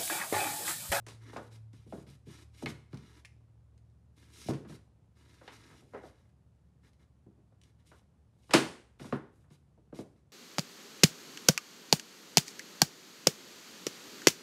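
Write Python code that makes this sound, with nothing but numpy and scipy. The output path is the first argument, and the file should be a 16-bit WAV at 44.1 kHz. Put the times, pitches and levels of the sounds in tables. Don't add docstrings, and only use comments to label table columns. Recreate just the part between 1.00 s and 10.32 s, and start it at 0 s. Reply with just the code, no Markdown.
import sys
import numpy as np
from scipy import signal
from scipy.fft import rfft, irfft, next_fast_len
from scipy.io import wavfile
from scipy.ndimage import map_coordinates

SR = 44100
rng = np.random.default_rng(int(sys.argv[2]) if len(sys.argv) > 2 else 0)


def output_pcm(signal):
    pcm = np.clip(np.atleast_2d(signal).T, -1, 1) * 32767
    wavfile.write(sys.argv[1], SR, np.round(pcm).astype(np.int16))


N = 411012

# start in
# seconds, base level in dB, weight in dB per octave of bass (exact in the deepest register), contact time in ms.
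BOOK_CONTACTS = [(0.065, -57.5, -3, 0.067), (0.083, -57.5, -5, 0.046), (0.331, -55.5, -2, 0.75),
                 (0.361, -42.5, -7.5, 0.94), (0.731, -72.5, 5.5, 0.068), (0.861, -68.5, 4.5, 1.8),
                 (0.923, -44.5, -4, 1.75), (0.976, -64.5, 5.5, 0.72), (1.066, -72, 6.5, 0.34),
                 (1.267, -59.5, 3, 3.5), (1.622, -45, 0, 2.16), (1.659, -47, 1, 0.46),
                 (1.698, -65.5, 4.5, 0.093), (1.93, -58, 5.5, .8), (1.943, -66.5, 6.5, 1),
                 (3.457, -66.5, 6.5, 1.3), (3.485, -38, 0, 1.67), (3.499, -49, 3.5, .9),
                 (3.534, -56.5, -8, 0.15), (3.648, -62.5, 4, 0.66), (3.694, -57, 1.5, 1.84),
                 (3.721, -64, 4, 0.38), (4.411, -58, -6.5, 1.05), (4.477, -52.5, -13.5, 0.31),
                 (4.71, -66, -0.5, 0.74), (4.82, -65, -3.5, 2.1), (4.934, -50, -8, 1.27),
                 (4.946, -44.5, -13, 1.28), (5.034, -50, -6, 1.5), (6.262, -64.5, 1.5, 2.6),
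                 (6.375, -72, 1, 2.1), (6.522, -74, -9, 1.3), (6.914, -61, -6, 0.73),
                 (7.492, -58, 0.5, 0.58), (7.508, -45, -10, 0.2), (7.533, -40.5, -21, 0.17),
                 (7.536, -22.5, -5, 0.14), (7.541, -20.5, -6.5, 3.8), (7.996, -58.5, -2, 0.33),
                 (8.008, -55.5, 2.5, 1.6), (8.044, -56, 1.5, 0.82), (8.124, -35.5, -1, 0.93),
                 (8.44, -75.5, -8.5, .8), (8.506, -73.5, 6, 0.51), (8.775, -71, -0.5, 1.6),
                 (8.925, -51, -0.5, 1.74), (8.987, -44, -2, 2.1)]
REGISTER_EDGES_HZ = [70, 200, 420, 780, 1750, 5200, 15800]
BOARD_RESPONSE_DB = [1, 3.5, 0, -2, -4.5, -5.5]
# frequency in Hz, relative level in dB, t60 in seconds.
SHELF_MODES = [(139.9, -3.5, 0.31), (254.1, -5.5, 0.18), (326, -3.5, 0.23), (398.3, -9.5, .33),
               (508.3, -6.5, 0.086), (606.3, -4, 0.15), (698, -4.5, 0.097), (856, -4.5, 0.083),
               (984, -5.5, .18), (1075, -5.5, 0.24), (1175, -7, .25), (1448, -2.5, 0.34), (1544, -1, 0.1),
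               (1970, -13, .22), (2450, -9, 0.23), (2688, -7, .16), (2860, -4.5, .2), (3010, -6.5, .2),
               (3580, -8, 0.4), (4780, -5.5, 0.15)]
# frequency in Hz, relative level in dB.
CONTACT_COLOUR = [(60, -8), (140, 1.5), (330, 5.5), (500, 5), (900, -2), (1500, -6.5), (2100, -7.5),
                  (2900, -7.5), (4600, -14.5), (5500, -18), (9500, -21), (12500, -34.5), (15500, -41)]
# frequency in Hz, t60 in seconds.
ROOM_DECAY = [(100, 0.4), (350, 0.46), (1500, 0.47), (5000, .43), (9000, 0.46), (15000, 0.37)]

# start in seconds,
# length in seconds, base level in dB, grip in dB, push (growth from start to end) in dB.
SLIDE_STROKES = [(0.064, 0.086, -64, 1, -6), (0.196, 0.16, -68, 7, 6), (0.31, 0.17, -67.5, -4, -9),
                 (0.502, 0.062, -66.5, -3, -2), (0.721, 0.13, -76, 1, -8), (0.856, .17, -71, -8, 5),
                 (1.056, .1, -70, -2.5, -4), (1.252, .18, -64, 1.5, 0), (1.514, 0.12, -67, -2, 19.5),
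                 (1.663, 0.044, -57, -10, 2.5), (1.9, 0.3, -71, 4, 5), (3.154, 0.48, -73.5, 0.5, -8.5),
                 (3.313, 0.198, -58.5, -5.5, 9.5), (3.666, 0.094, -64.5, -1, 3),
                 (4.149, 0.66, -71.5, 2.5, 5), (4.51, 0.056, -61, 4, -1), (4.569, 0.19, -74, 8.5, 1),
                 (4.76, 0.34, -80.5, -5, 2), (4.918, 0.1, -76, 18.5, -1), (5.023, 0.087, -67.5, 2, -9),
                 (5.09, 0.21, -83.5, 6, -8), (5.817, .075, -76, 5.5, 2), (5.987, 0.057, -78, 5.5, -9),
                 (6.613, 0.092, -79, 1.5, -1), (6.775, .05, -83, 4, -3), (6.845, .15, -73.5, -4.5, -3.5),
                 (7.322, 0.2, -81.5, -7, 31), (7.986, 0.18, -63.5, -1.5, -6), (8.305, .14, -88.5, -20, 4),
                 (8.495, .06, -71.5, -6.5, 2), (8.935, .08, -61.5, -4.5, -4.5),
                 (9.145, 0.053, -84.5, 6, -1)]
# frequency in Hz, relative level in dB.
RUB_COLOUR = [(40, -46), (120, -19.5), (300, 7.5), (550, -7), (1000, -4.5), (1400, -3.5), (2000, -5),
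              (3200, -29), (6000, -59)]
# frequency in Hz, relative level in dB.
SCUFF_COLOUR = [(500, -53), (1200, -29), (2300, 1), (3000, -1), (4100, 0), (5400, -2.5), (6300, -5),
                (8500, -26), (13000, -56.5)]
# frequency in Hz, relative level in dB.
PAPER_COLOUR = [(2000, -51), (4000, -28.5), (6300, -3.5), (7500, -1), (9300, -1), (11500, -5.5),
                (13000, -15), (15500, -26)]
# frequency in Hz, relative level in dB.
SWISH_COLOUR = [(2500, -34.5), (4000, -7.5), (5300, -0.5), (6300, -2.5), (8000, -18.5), (12000, -44.5)]

# start in seconds,
# frame ring level in dB, snap level in dB.
HARD_CLICKS = [(0.368, -73, -61.5), (1.66, -43.5, -65), (1.93, -72.5, -76.5), (1.944, -75, -70.5),
               (1.973, -74, -69), (2.249, -59, -67), (2.254, -76, -64.5), (2.778, -99, -82),
               (2.899, -100, -93), (5.933, -86, -83), (6.615, -89, -74.5), (6.636, -85, -72.5),
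               (8.504, -89, -84)]
# frequency in Hz, relative level in dB,
# t60 in seconds.
FRAME_MODES = [(1240, -8, 0.021), (1740, -3, 0.018), (1960, 1.5, 0.023), (2110, 3.5, 0.034),
               (2270, 2.5, 0.024), (2560, -2, 0.02), (2970, 1.5, 0.011), (3520, -8, 0.018),
               (4200, 3, 0.0082), (5360, -7.5, 0.0113)]
# frequency in Hz, relative level in dB.
SNAP_COLOUR = [(500, -12), (1300, -11), (2300, 0), (4500, 3.5), (7000, -3), (10000, -4), (12500, -21),
               (15500, -21)]

# frequency in Hz, relative level in dB.
CARPET_COLOUR = [(30, -41.5), (100, -12), (220, 2.5), (400, -2.5), (800, -10.5), (1500, -21), (4000, -35.5),
                 (12000, -57.5)]
# frequency in Hz, relative level in dB.
AIR_COLOUR = [(20, -43), (31, -32.5), (40, -23), (60, 2.5), (100, 0), (145, 0.5), (210, -8), (320, -22),
              (500, -23.5), (1000, -28.5), (2000, -36), (4000, -40), (10000, -43), (13000, -52),
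              (15500, -61.5)]

BASS_BELOW_HZ, BASS_BEND = 620, 1.4
CONTACT_Q = 0.91
CORNER_DB = -38.5
SLIDE_ATTACK_S, SLIDE_RELEASE_S = 0.025, 0.01
SLIDE_ARCH_DB = 2
HISS_DB, HISS_LOSS = -4.5, 0.35
SWISH_EVEN_DB = -54
LOAD_CHANGE_S, LOAD_GLIDE_S = 0.72, 0.23


def knocks():
    out = np.zeros(N + SR)
    for start, level_db, weight_db, contact_ms in BOOK_CONTACTS:
        hit = blow(register_levels(level_db, weight_db, contact_ms))
        out[round(start * SR):][:len(hit)] += hit
    return out[:N]


def register_levels(level_db, weight_db, contact_ms):
    edges = np.array(REGISTER_EDGES_HZ)
    centre_hz = np.sqrt(edges[:-1] * edges[1:])
    cycles = centre_hz * contact_ms / 1000
    spring = 1 / np.hypot(1 - cycles ** 2, cycles / CONTACT_Q)
    treble_db = 20 * np.log10(np.hypot(spring, amp(CORNER_DB)))
    octaves = np.maximum(np.log2(BASS_BELOW_HZ / centre_hz), 0)
    bass = octaves[0] * (octaves / octaves[0]) ** BASS_BEND
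    return level_db + np.array(BOARD_RESPONSE_DB) + weight_db * bass + treble_db


def blow(levels_db, crack_db=8, crack_t60=0.025, rattle_t60=0.21, room_db=-8, ring_db=-17,
         swell_cycles=0.34, shortest_swell_s=0.00059):
    t = np.arange(SR // 2) / SR
    crack, rattle = rng.standard_normal((2, len(t)))
    ring = np.zeros(len(t))
    for hz, db, t60 in SHELF_MODES:
        vary_db, phase = rng.standard_normal(2)
        ring += amp(db + vary_db) * fade(t, t60) * np.sin(2 * np.pi * (hz * t + phase))
    hit = amp(crack_db) * fade(t, crack_t60) * crack
    hit += fade(t, rattle_t60) * rattle
    hit += amp(room_db) * room_tail()
    hit += amp(ring_db) * ring
    hit = coloured(hit, CONTACT_COLOUR)

    out = np.zeros(len(t))
    for db, lo, hi in zip(levels_db, REGISTER_EDGES_HZ, REGISTER_EDGES_HZ[1:]):
        swell_s = max(shortest_swell_s, swell_cycles / np.sqrt(lo * hi))
        part = register(hit * (1 - np.exp(-t / swell_s)), lo, hi)
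        out += amp(db) * part / np.std(part[:SR // 20])
    return out


def register(x, lo, hi):
    above = signal.butter(3, lo, "high", fs=SR, output="sos")
    below = signal.butter(6, hi, fs=SR, output="sos")
    return signal.sosfilt(np.vstack([above, below]), x)


def slides(room_db=-1.5, uneven_db=1.5, sway_db=-0.57):
    power = np.zeros((3, N))
    for start, length, level_db, grip_db, push_db in SLIDE_STROKES:
        gains = amp(level_db + np.array([grip_db, 0, HISS_DB - HISS_LOSS * grip_db]))
        power += (gains[:, None] * stroke(start, length, push_db)) ** 2
    rub, scuff, hiss = np.sqrt(power)
    swish = scuff ** 2 / amp(SWISH_EVEN_DB)
    pressure = amp(uneven_db * wobble(70) + sway_db * wobble(16))
    dry = rub * friction(RUB_COLOUR, slips_hz=198, grain_db=-1.5)
    dry += scuff * friction(SCUFF_COLOUR, slips_hz=296, grain_db=-4)
    dry += hiss * friction(PAPER_COLOUR, slips_hz=302, grain_db=-4.5)
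    dry += swish * friction(SWISH_COLOUR, slips_hz=300, grain_db=-8)
    return in_room(pressure * dry, room_db)


def stroke(start, length, push_db):
    t = np.arange(N) / SR - start
    attack = np.clip(t / SLIDE_ATTACK_S, 0, 1)
    release = np.clip(1 - (t - length) / SLIDE_RELEASE_S, 0, 1)
    done = np.clip(t / length, 0, 1)
    arch_db = SLIDE_ARCH_DB * (np.sin(np.pi * done) - 1)
    return attack * release * amp(push_db * (done - 0.5) + arch_db)


def friction(spectrum, slips_hz, grain_db):
    slips = (rng.random(N) < slips_hz / SR) * rng.standard_normal(N)
    return unit(coloured(rng.standard_normal(N) + amp(grain_db) * unit(slips), spectrum))


def clicks(snap_t60=0.015, room_db=-2):
    t = np.arange(SR // 2) / SR
    out = np.zeros(N + SR)
    for start, ring_db, snap_db in HARD_CLICKS:
        ring = np.zeros(len(t))
        for hz, db, t60 in FRAME_MODES:
            ring += amp(db) * fade(t, t60) * np.sin(2 * np.pi * (hz * t + rng.random()))
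        snap = coloured(rng.standard_normal(len(t)) * fade(t, snap_t60), SNAP_COLOUR)
        hit = amp(ring_db) * ring / np.std(ring[:SR // 20])
        hit += amp(snap_db) * snap / np.std(snap[:SR // 20])
        out[round(start * SR):][:len(t)] += in_room(hit, room_db)
    return out[:N]


def shuffling(level_db=-78, uneven_db=0.5):
    return amp(level_db + uneven_db * wobble(11)) * friction(CARPET_COLOUR, slips_hz=59, grain_db=-3.5)


def background(air_db=-66):
    upper_gain = hum_gain(level_db=-54, step_db=-5.5, fade_db_per_s=2.2)
    lower_gain = hum_gain(level_db=-68, step_db=7, fade_db_per_s=1.8)
    hum = upper_gain * tone(111.5, drift_hz=1.1, waver_db=2.0)
    hum += lower_gain * tone(72, drift_hz=2.1, waver_db=1.3)
    return hum + amp(air_db) * unit(coloured(rng.standard_normal(N), AIR_COLOUR))


def hum_gain(level_db, step_db, fade_db_per_s):
    since = np.maximum(np.arange(N) / SR - LOAD_CHANGE_S, 0)
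    return amp(level_db + step_db * np.minimum(since / LOAD_GLIDE_S, 1) - fade_db_per_s * since)


def tone(hz, drift_hz, waver_db):
    phase = 2 * np.pi * np.cumsum(hz + drift_hz * wobble(5.2)) / SR
    return unit(np.sin(phase) * amp(waver_db * wobble(7.6)))


def in_room(x, room_db, early_db=10, early_t60=0.1):
    tail = room_tail()
    t = np.arange(len(tail)) / SR
    tail = tail * (1 + amp(early_db) * fade(t, early_t60))
    wet = signal.fftconvolve(x, tail / np.linalg.norm(tail))[:len(x)]
    return (x + amp(room_db) * wet) / np.hypot(1, amp(room_db))


def room_tail():
    hz, t, z = signal.stft(rng.standard_normal(SR), SR, nperseg=256)
    decay = amp(-60 * t / along(ROOM_DECAY, hz)[:, None])
    return signal.istft(z * decay, SR, nperseg=256)[1][:SR // 2]


def coloured(x, spectrum):
    size = 2 * next_fast_len(len(x))
    cepstrum = irfft(np.log(amp(along(spectrum, np.fft.rfftfreq(size, 1 / SR)))))
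    cepstrum[1:size // 2] *= 2
    cepstrum[size // 2 + 1:] = 0
    return irfft(rfft(x, size) * np.exp(rfft(cepstrum)))[:len(x)]


def along(points, hz):
    f, v = np.transpose(points)
    return np.interp(np.log(hz + 1), np.log(f + 1), v)


def wobble(rate):
    knots = rng.standard_normal(int(N * rate / SR) + 4)
    return map_coordinates(knots, [np.arange(N) * rate / SR])


def fade(t, t60):
    return 10 ** (-3 * t / t60)


def amp(db):
    return 10 ** (np.asarray(db) / 20)


def unit(x):
    return x / np.sqrt(np.mean(x ** 2) + 1e-20)


def scene():
    return (knocks() + clicks() + slides() + shuffling() + background())[None]


def record(dry):
    size = next_fast_len(N + SR)
    hz = np.fft.rfftfreq(size, 1 / SR)
    return irfft(rfft(dry, size) / (1 + (hz / 15800) ** 160), size)[:, :N]


dry = scene()
out = record(dry)
output_pcm(out)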